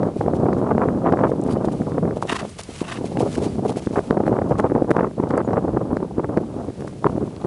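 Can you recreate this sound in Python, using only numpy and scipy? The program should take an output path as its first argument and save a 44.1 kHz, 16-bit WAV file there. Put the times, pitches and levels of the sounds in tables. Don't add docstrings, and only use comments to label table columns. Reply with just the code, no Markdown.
import sys
import numpy as np
from scipy import signal
from scipy.fft import rfft, irfft, next_fast_len
from scipy.io import wavfile

SR = 44100
rng = np.random.default_rng(int(sys.argv[2]) if len(sys.argv) > 2 else 0)


def put_to_file(sound):
    columns = np.atleast_2d(sound).T
    safe = np.clip(columns, -1, 1)
    whole_steps = np.round(safe * 32767)
    wavfile.write(sys.argv[1], SR, whole_steps.astype(np.int16))


N = 328986


def from_db(db):
    return 10 ** (np.asarray(db) / 20)


def rms_one(x):
    return x / np.sqrt(np.mean(x ** 2) + 1e-20)


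def in_time(rows):
    times_s, *columns = np.transpose(rows)
    return [np.interp(np.arange(N) / SR, times_s, column) for column in columns]


def coloured(x, spectrum):
    size = next_fast_len(N)
    hz = np.maximum(np.arange(size // 2 + 1) * SR / size, 1)
    points_hz, points_db = np.transpose(spectrum)
    gain = from_db(np.interp(np.log(hz), np.log(points_hz), points_db))
    return rms_one(irfft(rfft(x, size) * gain, size)[:N])


def drift(rate_hz):
    r = np.exp(-2 * np.pi * rate_hz / SR)
    return rms_one(signal.lfilter([1], [1, -2 * r, r * r], rng.standard_normal(N + SR))[SR:])


def butter(x, hz, kind, order=2):
    return signal.sosfilt(signal.butter(order, hz, kind, fs=SR, output="sos"), x)


def resonance(x, hz, width_hz):
    r = np.exp(-np.pi * width_hz / SR)
    feedback = [1, -2 * r * np.cos(2 * np.pi * hz / SR), r * r]
    return signal.lfilter(np.array([1, 0, -1]) * (1 - r * r) / 2, feedback, x)


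def add(out, s, piece):
    i = max(round(s * SR), 0)
    out[i:i + len(piece)] += piece[:N - i]


def wavelet(hz, cycles, phase):
    spread_s = cycles / hz
    t = np.arange(-3 * spread_s, 3 * spread_s, 1 / SR)
    return np.exp(-.5 * (t / spread_s) ** 2) * np.cos(2 * np.pi * hz * t + phase), 3 * spread_s


def nearness(times_s, window_s):
    marks = np.zeros(N)
    marks[(times_s * SR).astype(int)] = 1
    return np.minimum(signal.fftconvolve(marks, np.hanning(round(window_s * SR)), "same"), 1)


# (time [s], rumble level [dB], brightness [dB])
WIND = [(0.0, -14.5, -23), (0.13, -27, -22), (0.27, -18, -29), (0.6, -19, -20), (0.97, -20, -15.5),
        (1.36, -21, -28.5), (2.08, -22, -25.5), (2.3, -28, -31), (2.45, -29.5, -20), (2.55, -44, -13),
        (2.75, -39, -9), (3.02, -24.5, -31), (3.22, -18, -30), (3.32, -23, -41.5), (3.66, -20, -29.5),
        (3.86, -35, -19), (3.98, -29, -17.5), (4.06, -26, -26), (4.12, -23, -23), (4.6, -20, -18),
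        (5.05, -24, -20.5), (5.14, -29, -34), (5.22, -23.5, -19.5), (5.9, -19.5, -25), (6.1, -25, -25),
        (6.3, -22.5, -26.5), (6.45, -25, -28), (6.69, -26.5, -21), (6.73, -31, -23), (7.03, -28.5, -16),
        (7.05, -18.5, -19), (7.23, -26.5, -25.5), (7.25, -23.5, -25), (7.46, -28, -15)]
# (time [s], depth [dB])
LULLS = [(0.0, 3), (0.5, 0.5), (1.4, 1), (2.2, 1.5), (3.0, 3), (3.8, 1.5), (4.2, 4), (5.0, 4.5), (5.7, 4.5),
         (6.4, 4), (6.6, 2), (7.46, 6)]
# (frequency [Hz], level [dB])
RUMBLE_SPECTRUM = [(12, -74), (20, -3), (89, -0.5), (128, 0), (403, -3), (1210, -12), (3500, -47.5),
                   (4550, -75), (7700, -120)]
# (band top [Hz], swing with clumps [dB], brightness weight, offset [dB])
EDDY_BANDS = [(114, -10, 0.056, -12), (306, 1, 0.027, 3.5), (574, 3, 0.2, 3), (970, 7, 0.49, 4),
              (1470, 4, 0.73, -1.5), (2400, 10.5, 1.1, -4.5), (4050, 14.5, 1.2, -6.5)]


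def wind(strong_eddies_s):
    rumble_db, bright_db = in_time(WIND)
    sag_db = in_time(LULLS)[0]
    clumps = 1.74 * np.tanh((0.32 * drift(40) + 0.73 * drift(124)) / 1.36)
    wake = np.clip(0.56 + 0.14 * sag_db, 0, 1.6)
    clumps = np.minimum(clumps + wake * (nearness(strong_eddies_s, window_s=0.019) - .4), 1.3)
    rough_db = flurries()
    treble_db = bright_db + rough_db + 4.5 * drift(rate_hz=4)
    spiky = rng.standard_normal(N) * from_db(3.5 * np.clip(drift(610), -2, 2))
    eddies = coloured(spiky, RUMBLE_SPECTRUM)
    out, below = 0, 0
    for top_hz, swing_db, weight, offset_db in EDDY_BANDS:
        up_to = signal.sosfiltfilt(signal.butter(2, top_hz, fs=SR, output="sos"), eddies)
        out += (up_to - below) * from_db(swing_db * clumps + weight * treble_db + offset_db)
        below = up_to
    lull_db = sag_db * (1 - nearness(strong_eddies_s, window_s=0.04))
    return from_db(rumble_db + 0.1 * rough_db - lull_db) * out


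# (end [s], length [s], roughness [dB])
FLURRIES = [(0.078, 0.065, 7.5), (0.31, 0.11, 17), (0.532, 0.21, 10.5), (0.714, 0.15, 4),
            (0.905, 0.13, 12.5), (1.148, 0.11, 18.5), (1.277, 0.11, 24), (1.565, 0.094, 15),
            (1.7, 0.052, 2), (2.119, 0.24, 8), (3.27, 0.12, 12), (3.48, 0.15, 16.5), (3.72, 0.1, 19.5),
            (3.99, 0.041, 19.5), (4.214, 0.16, 13.5), (4.423, 0.14, 13), (4.554, 0.062, 11),
            (4.675, 0.18, 14.5), (4.83, 0.095, 6), (5.072, 0.16, 19), (5.257, 0.082, 17.5),
            (5.416, 0.2, 18.5), (5.6, 0.088, 19.5), (5.779, 0.31, 10.5), (5.963, 0.13, 9),
            (6.05, 0.049, 10.5), (6.213, 0.061, 11.5), (6.25, 0.028, 18.5), (6.392, 0.1, 9),
            (7.237, 0.13, 11)]


def flurries(rise_share=0.31, calm_s=0.0067):
    t, out = np.arange(N) / SR, np.zeros(N)
    for end_s, length_s, db in FLURRIES:
        corners_s = [end_s - length_s, end_s - length_s * (1 - rise_share), end_s, end_s + calm_s]
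        out = np.maximum(out, np.interp(t, corners_s, [0, db, db, 0]))
    return out


# (frequency [Hz], level [dB])
AIR_SPECTRUM = [(700, -30), (1200, 6), (2000, 2), (3200, -2), (6000, -4), (10000, -5), (12000, -6)]
# (frequency [Hz], level [dB])
TRAFFIC_SPECTRUM = [(15, -16), (40, 10), (200, 2.5), (500, -38), (1000, -34), (1600, -26), (3000, -74)]
AIR_DB, TRAFFIC_DB, INSECT_DB = -61, -37, -82


def surroundings(insect_hz=7830, width_hz=110):
    air = from_db(AIR_DB) * coloured(rng.standard_normal(N), AIR_SPECTRUM)
    traffic = from_db(TRAFFIC_DB) * coloured(rng.standard_normal(N), TRAFFIC_SPECTRUM)
    insects = resonance(resonance(rng.standard_normal(N), insect_hz, width_hz), insect_hz, width_hz)
    return air + traffic + from_db(INSECT_DB) * rms_one(insects)


# (time [s], level [dB])
RUSTLE = [(0.0, -56.5), (1.6, -56), (1.83, -52), (2.1, -56), (2.45, -47.5), (2.56, -51.5), (2.66, -46.5),
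          (3.1, -50.5), (3.52, -48), (3.62, -53), (3.9, -52), (4.08, -50.5), (4.14, -56), (6.3, -58),
          (6.75, -54), (7.1, -54.5), (7.46, -54.5)]
# (frequency [Hz], level [dB])
GRIT_SPECTRUM = [(710, -7), (1200, -4.5), (1870, -5.5), (2070, -4), (2410, -4.5), (3140, -5.5), (9720, -10),
                 (11400, -13), (14800, -47), (22000, -120)]


def rustle():
    level_db = in_time(RUSTLE)[0]
    patchy_db = np.clip(0.1 * (level_db - AIR_DB), 0, 2) * drift(30)
    return from_db(level_db + patchy_db) * coloured(rng.standard_normal(N), GRIT_SPECTRUM)


def lesser_eddies(rate_per_s=8, centre_hz=372):
    gap, level, pitch, edge = rng.random(size=(200, 4)).T
    times_s = np.cumsum(-np.log(1 - gap) / rate_per_s)
    wind_s, rumble_db, _ = np.transpose(WIND)
    db = np.interp(times_s, wind_s, rumble_db) + 16 * level
    rows = np.transpose([times_s, db, centre_hz * 2 ** (pitch - .5), -48.5 + 28 * edge])
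    return rows[times_s < N / SR - .02]


# (time [s], level [dB], nominal pitch [Hz], nominal edge level re blip [dB])
STRONG_EDDIES = [(0.032, -3.5, 410, -24), (0.071, -5, 430, -45), (0.088, -10, 450, -41),
                 (0.166, -8.5, 350, -46), (0.212, -3.5, 544, -23), (0.263, -7, 453, -26),
                 (0.283, -7, 583, -31), (0.335, -15, 341, -39), (0.401, -15, 298, -22),
                 (0.461, -13, 313, -40), (0.486, -11, 360, -40), (0.53, -8, 375, -16.5),
                 (0.673, -22, 307, -36), (0.689, -13, 305, -47), (0.715, -4, 430, -31),
                 (0.757, -8, 202, -43), (0.781, -6, 560, -16), (0.823, -24, 505, -28),
                 (0.833, -15, 417, -24), (0.859, -6, 413, -30), (0.887, -9.5, 390, -13.5),
                 (0.957, -11, 331, -41), (1.044, -7, 436, -37), (1.065, -17, 560, -24),
                 (1.09, -17, 545, -28), (1.124, -2, 353, -18), (1.139, -5, 530, -21),
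                 (1.173, -12, 409, -14), (1.191, -17, 640, -12), (1.238, -4, 627, -16),
                 (1.26, -7, 380, -29), (1.318, -3, 394, -27), (1.336, -6, 310, -45), (1.4, -11, 302, -44),
                 (1.434, -12, 414, -45), (1.45, -16, 327, -43), (1.49, -5.5, 372, -29),
                 (1.533, -9, 280, -31), (1.571, -4, 413, -40), (1.615, -17, 407, -37),
                 (1.647, -3, 513, -32), (1.675, -5.5, 243, -40), (1.686, -8.5, 507, -23),
                 (1.819, -11.5, 531, -20), (1.879, -18, 580, -40), (1.952, -12, 334, -33),
                 (1.982, -5, 430, -24), (2.029, -12, 404, -41), (2.054, -6.5, 328, -25),
                 (2.079, -25, 372, -31), (2.11, -11.5, 425, -18), (2.253, -11, 454, -38),
                 (2.326, -6.5, 363, -14), (2.987, -25, 239, -38), (3.012, -13, 284, -37),
                 (3.044, -9, 455, -43), (3.172, -9, 472, -21), (3.232, -6, 400, -40),
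                 (3.262, -15, 350, -39), (3.383, -8, 337, -41), (3.425, -18, 340, -38),
                 (3.466, -7, 297, -36), (3.584, -6.5, 248, -42), (3.66, -5.5, 403, -36),
                 (3.697, -9, 600, -38), (3.872, -4, 272, -24), (3.91, -9, 312, -35),
                 (3.936, -10.5, 360, -35), (3.964, -9, 574, -34), (3.976, -2.5, 363, -42),
                 (3.992, -2, 440, -23), (4.109, -0.5, 344, -15), (4.129, -6, 470, -33),
                 (4.147, -11, 396, -32), (4.172, -1.5, 457, -26.5), (4.177, -5, 520, -27),
                 (4.204, -2.5, 430, -40), (4.237, -6, 390, -29), (4.267, -9, 300, -17),
                 (4.28, 0, 513, -22.5), (4.295, -5, 375, -33), (4.32, -2, 397, -38), (4.333, -22, 513, -26),
                 (4.366, -11, 297, -34), (4.389, -5, 470, -22), (4.419, -3.5, 520, -24),
                 (4.463, -8.5, 194, -35), (4.499, -11, 375, -39), (4.514, -4, 410, -36),
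                 (4.523, -5.5, 447, -42), (4.598, -8, 344, -8.5), (4.645, -2.5, 540, -33),
                 (4.664, -18, 500, -31), (4.7, -11, 360, -21), (4.72, -3.5, 410, -30),
                 (4.752, -5, 325, -23), (4.762, -2.5, 617, -32), (4.78, -5.5, 487, -35),
                 (4.822, 1, 427, -33), (4.846, -9, 430, -30), (4.884, -25, 370, -28),
                 (4.907, -2, 415, -21.5), (4.914, 0.5, 390, -14.5), (4.967, -1, 514, -17),
                 (4.991, -6.5, 667, -17), (5.009, -6, 408, -16.5), (5.031, -5.5, 370, -28),
                 (5.047, -24, 357, -27), (5.112, -29, 500, -14), (5.074, -9.5, 363, -36),
                 (5.182, -9, 413, -45), (5.2, -3.5, 326, -35), (5.238, -4.5, 293, -35),
                 (5.308, -10.5, 302, -15), (5.339, -4, 404, -22), (5.379, -6, 594, -13.5),
                 (5.411, -13, 320, -28), (5.478, -10.5, 447, -22), (5.488, -6.5, 400, -27),
                 (5.508, -11, 380, -21), (5.532, -7, 320, -22), (5.571, -3.5, 450, -20),
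                 (5.58, -6.5, 453, -23), (5.641, -13, 333, -34), (5.681, -6.5, 554, -29),
                 (5.692, -7, 410, -35), (5.772, -6.5, 350, -24), (5.817, -8.5, 393, -33),
                 (5.909, -15, 360, -28), (5.931, -8, 343, -35), (5.97, -7, 375, -16.5),
                 (6.029, -6, 354, -44), (6.111, -21, 577, -40), (6.183, -4, 316, -33),
                 (6.197, -8, 399, -31), (6.245, -10, 403, -16), (6.294, -8, 370, -31),
                 (6.331, -29, 520, -31), (6.374, -0.5, 336, -22), (6.381, -3.5, 410, -25.5),
                 (6.413, -11, 353, -43), (6.438, -19, 251, -42), (6.686, -11, 367, -33),
                 (6.701, -18, 282, -25), (6.808, -16.5, 294, -20.5), (6.878, -22, 545, -9),
                 (7.055, -6, 236, -43), (7.097, -21, 395, -34), (7.13, -15, 276, -36),
                 (7.155, -10, 230, -41), (7.164, -16, 504, -26), (7.181, -8, 445, -33),
                 (7.214, -15, 208, -42), (7.228, -7.5, 323, -37), (7.235, -14, 336, -35),
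                 (7.276, -16, 315, -42), (7.449, -5, 313, -37)]


def buffets(eddies, swirl_hz=1044):
    out = np.zeros(N)
    for (s, db, hz, edge_db), (u, v, w) in zip(eddies, rng.random(size=(300, 3))):
        blip, lead_s = wavelet(0.87 * hz, cycles=0.24, phase=2 * np.pi * u)
        add(out, s - lead_s, from_db(db) * blip)
        add(out, s - lead_s + (1.14 + v) / hz, from_db(db - 9) * blip[::-1])
        add(out, s - lead_s - (1.136 + w) / hz, from_db(db - 11) * -blip)
        swirl, lead_s = wavelet(swirl_hz, cycles=0.26, phase=2 * np.pi * v)
        add(out, s - lead_s, from_db(db + edge_db + 12) * swirl)
    return out


# (time [s], peak [dB], centre [Hz])
CLICKS = [(0.032, -39, 3980), (0.399, -43, 5000), (0.533, -37.5, 3980), (1.125, -33, 3500),
          (1.414, -36, 7500), (1.438, -31, 7500), (2.635, -29.5, 6500), (3.172, -25, 1920),
          (3.355, -22.5, 1750), (4.107, -29, 3500), (4.966, -37, 4500), (5.307, -34, 3500),
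          (5.376, -29, 7500), (5.533, -39.5, 3940), (5.968, -34.5, 4940), (6.373, -35, 3940),
          (7.042, -36, 3470), (7.068, -50, 3500), (7.364, -34.5, 2800), (7.415, -38, 3340)]


def clicks(spread_s=0.00097):
    out, t = np.zeros(N), np.arange(200) / SR
    for s, db, hz in CLICKS:
        burst = rng.standard_normal(len(t)) * np.exp(-.5 * ((t - .0015) / spread_s) ** 2)
        burst = resonance(resonance(burst, hz, 0.95 * hz), hz, 0.95 * hz)
        add(out, s - .001, from_db(db) * burst / np.abs(burst).max())
    return out


# (start [s], level [dB], length [s])
SCUFFS = [(0.138, -53.5, 0.1), (0.34, -48.5, 0.025), (0.576, -53, .02), (1.27, -50, 0.033),
          (1.46, -49.5, 0.021), (1.486, -46.5, 0.049), (1.641, -43.5, 0.019), (1.713, -44, 0.017),
          (2.156, -47, .02), (2.217, -39, 0.016), (2.466, -46.5, 0.036), (2.578, -35.5, 0.034),
          (2.692, -50, 0.042), (2.725, -42, 0.1), (3.045, -43.5, .035), (3.185, -40, 0.037),
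          (3.225, -49, 0.087), (3.305, -41, 0.056), (3.368, -44, 0.022), (3.413, -39.5, 0.047),
          (3.459, -46.5, 0.027), (3.641, -48, 0.028), (3.675, -41, 0.032), (3.715, -46, .01),
          (3.758, -41.5, .036), (3.806, -48.5, 0.06), (3.902, -49.5, .1), (4.255, -51, .03),
          (4.48, -55, .045), (4.578, -43, 0.023), (4.904, -37, 0.0091), (5.287, -51, .008),
          (6.799, -49.5, 0.0089), (6.87, -47.5, 0.013)]


def hoof_scuffs(swell_share=0.3, stop_s=0.0065):
    envelope, t = np.zeros(N), np.arange(SR // 5) / SR
    for s, db, length_s in SCUFFS:
        corners_s = [0, swell_share * length_s, length_s, length_s + stop_s]
        add(envelope, s, from_db(db) * np.interp(t, corners_s, [0, 1, 1, 0]))
    grains = rng.standard_normal(N) * from_db(3.5 * drift(370))
    return envelope * coloured(grains, GRIT_SPECTRUM)


# (time [s], level [dB], favoured pitch [Hz])
BIT_TOUCHES = [(1.506, -42, 4600), (1.506, -43, 9500), (1.514, -43, 11000), (1.527, -42, 4600),
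               (1.53, -42, 9500), (1.572, -41, 3000), (1.68, -39, 5700), (2.495, -42, 9600),
               (2.5, -38, 8200), (2.637, -33, 5700), (3.483, -41, 4600), (5.37, -50, 9500),
               (5.378, -47, 4600), (5.922, -44, 11500)]
# (frequency [Hz], level [dB], t60 [s])
BIT_MODES = [(3000, -8, .07), (4700, 0, .06), (5400, -10, .025), (8500, -6, .06), (9350, -1, .05),
             (10850, -4, .05)]


def bit_jingle(attack_s=0.0026):
    out, t = np.zeros(N), np.arange(SR // 8) / SR
    attack = np.minimum(t / attack_s, 1)
    for s, db, favoured_hz in BIT_TOUCHES:
        for hz, mode_db, t60_s in BIT_MODES:
            strength_db = db + mode_db - 150 * np.log2(hz / favoured_hz) ** 2
            add(out, s, from_db(strength_db - 60 * t / t60_s) * attack * np.sin(2 * np.pi * hz * t))
    return out


# (time [s], level [dB], centre [Hz])
THUDS = [(2.226, -5.5, 900), (2.594, -19, 584), (2.692, -19.5, 317), (2.817, -7, 297), (3.207, -2.5, 530),
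         (3.211, -6, 443), (3.771, -7.5, 357)]


def hoof_thuds(puff_db=-17, puff_hz=450, fade_s=0.013):
    out, t = np.zeros(N), np.arange(3000) / SR
    for s, db, hz in THUDS:
        soil = resonance(rng.standard_normal(len(t)), puff_hz, puff_hz)
        puff = rms_one(butter(soil, 2 * puff_hz, "low", order=4)) * np.exp(-t / fade_s)
        add(out, s, from_db(db + puff_db) * puff)
        push, lead_s = wavelet(hz, cycles=0.35, phase=1.45)
        add(out, s - lead_s, from_db(db) * push)
    return out


# (start [s], level [dB], length [s], hiss gain [dB])
FLAPS = [(2.264, -29, 0.121, 0.5), (2.866, -34, 0.1, 7), (2.267, -38, 0.012, 9), (2.275, -15, 0.036, -2.5),
         (2.309, -12.5, 0.026, -1), (2.342, -19, 0.034, 1), (2.376, -19.5, 0.038, 0.5),
         (2.412, -29, 0.014, 1), (2.44, -36, .02, -8), (2.79, -30, 0.032, -3), (2.821, -30, 0.041, -10),
         (2.857, -23.5, 0.051, -1), (2.907, -16.5, 0.025, -7), (2.942, -26.5, 0.042, -2)]
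# (frequency [Hz], nominal width [Hz], level [dB])
NOSE_MODES = [(696, 78, 1.5), (1100, 250, 5.5), (1900, 370, 0.5), (2700, 290, 2.5), (3780, 170, -11.5),
              (5760, 170, -36)]


def snorts(gain_db=-9, skew=1.65):
    nose_envelope, hiss_envelope = np.zeros(N), np.zeros(N)
    for s, db, length_s, hiss_db in FLAPS:
        progress = np.linspace(0, 1, round(length_s * SR)) ** skew
        puff = from_db(db + gain_db) * np.abs(np.sin(np.pi * progress)) ** 1.04
        add(nose_envelope, s, puff)
        add(hiss_envelope, s, from_db(hiss_db) * puff)
    breath = rng.standard_normal(N) * from_db(2.5 * drift(270))
    nose = sum((-1) ** k * from_db(db) * rms_one(resonance(breath, hz, 0.88 * width_hz))
               for k, (hz, width_hz, db) in enumerate(NOSE_MODES))
    hiss = butter(butter(breath, 1640, "high"), 4400, "low", order=1)
    return nose_envelope * rms_one(nose) + hiss_envelope * hiss


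def bird(start_s=5.44, length_s=.03, start_hz=6950, end_hz=6750, level_db=-52):
    out, count = np.zeros(N), round(length_s * SR)
    phase = 2 * np.pi * np.cumsum(np.linspace(start_hz, end_hz, count)) / SR
    add(out, start_s, from_db(level_db) * np.hanning(count) ** .4 * np.sin(phase))
    return out


# (time [s], level [dB])
KNOCKS = [(7.0448, -6), (7.066, -9), (7.069, -6)]


def jump_knocks(knock_hz=990, body_hz=392, body_db=-12, crack_hz=1584, crack_db=-11.5):
    out = np.zeros(N)
    for hz, cycles, part_db in (knock_hz, .7, 0), (body_hz, .6, body_db), (crack_hz, .6, crack_db):
        blip, lead_s = wavelet(hz, cycles, phase=0)
        for s, db in KNOCKS:
            add(out, s - lead_s, from_db(db + part_db) * blip)
    return out


def scene():
    strong = np.array(STRONG_EDDIES)
    eddies = np.vstack([strong, lesser_eddies()])
    gusts = wind(strong[:, 0]) + buffets(eddies)
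    horse = hoof_thuds() + hoof_scuffs() + rustle() + snorts() + bit_jingle()
    return (gusts + clicks() + horse + surroundings() + bird() + jump_knocks())[None]


def record(dry, low_cut_hz=86.6, high_cut_hz=11000):
    thinned = butter(dry, low_cut_hz, "high")
    rounded = thinned / (1 + thinned ** 4) ** .25
    return .98 * signal.sosfilt(signal.ellip(10, .5, 60, high_cut_hz, fs=SR, output="sos"), rounded)


dry = scene()
out = record(dry)
put_to_file(out)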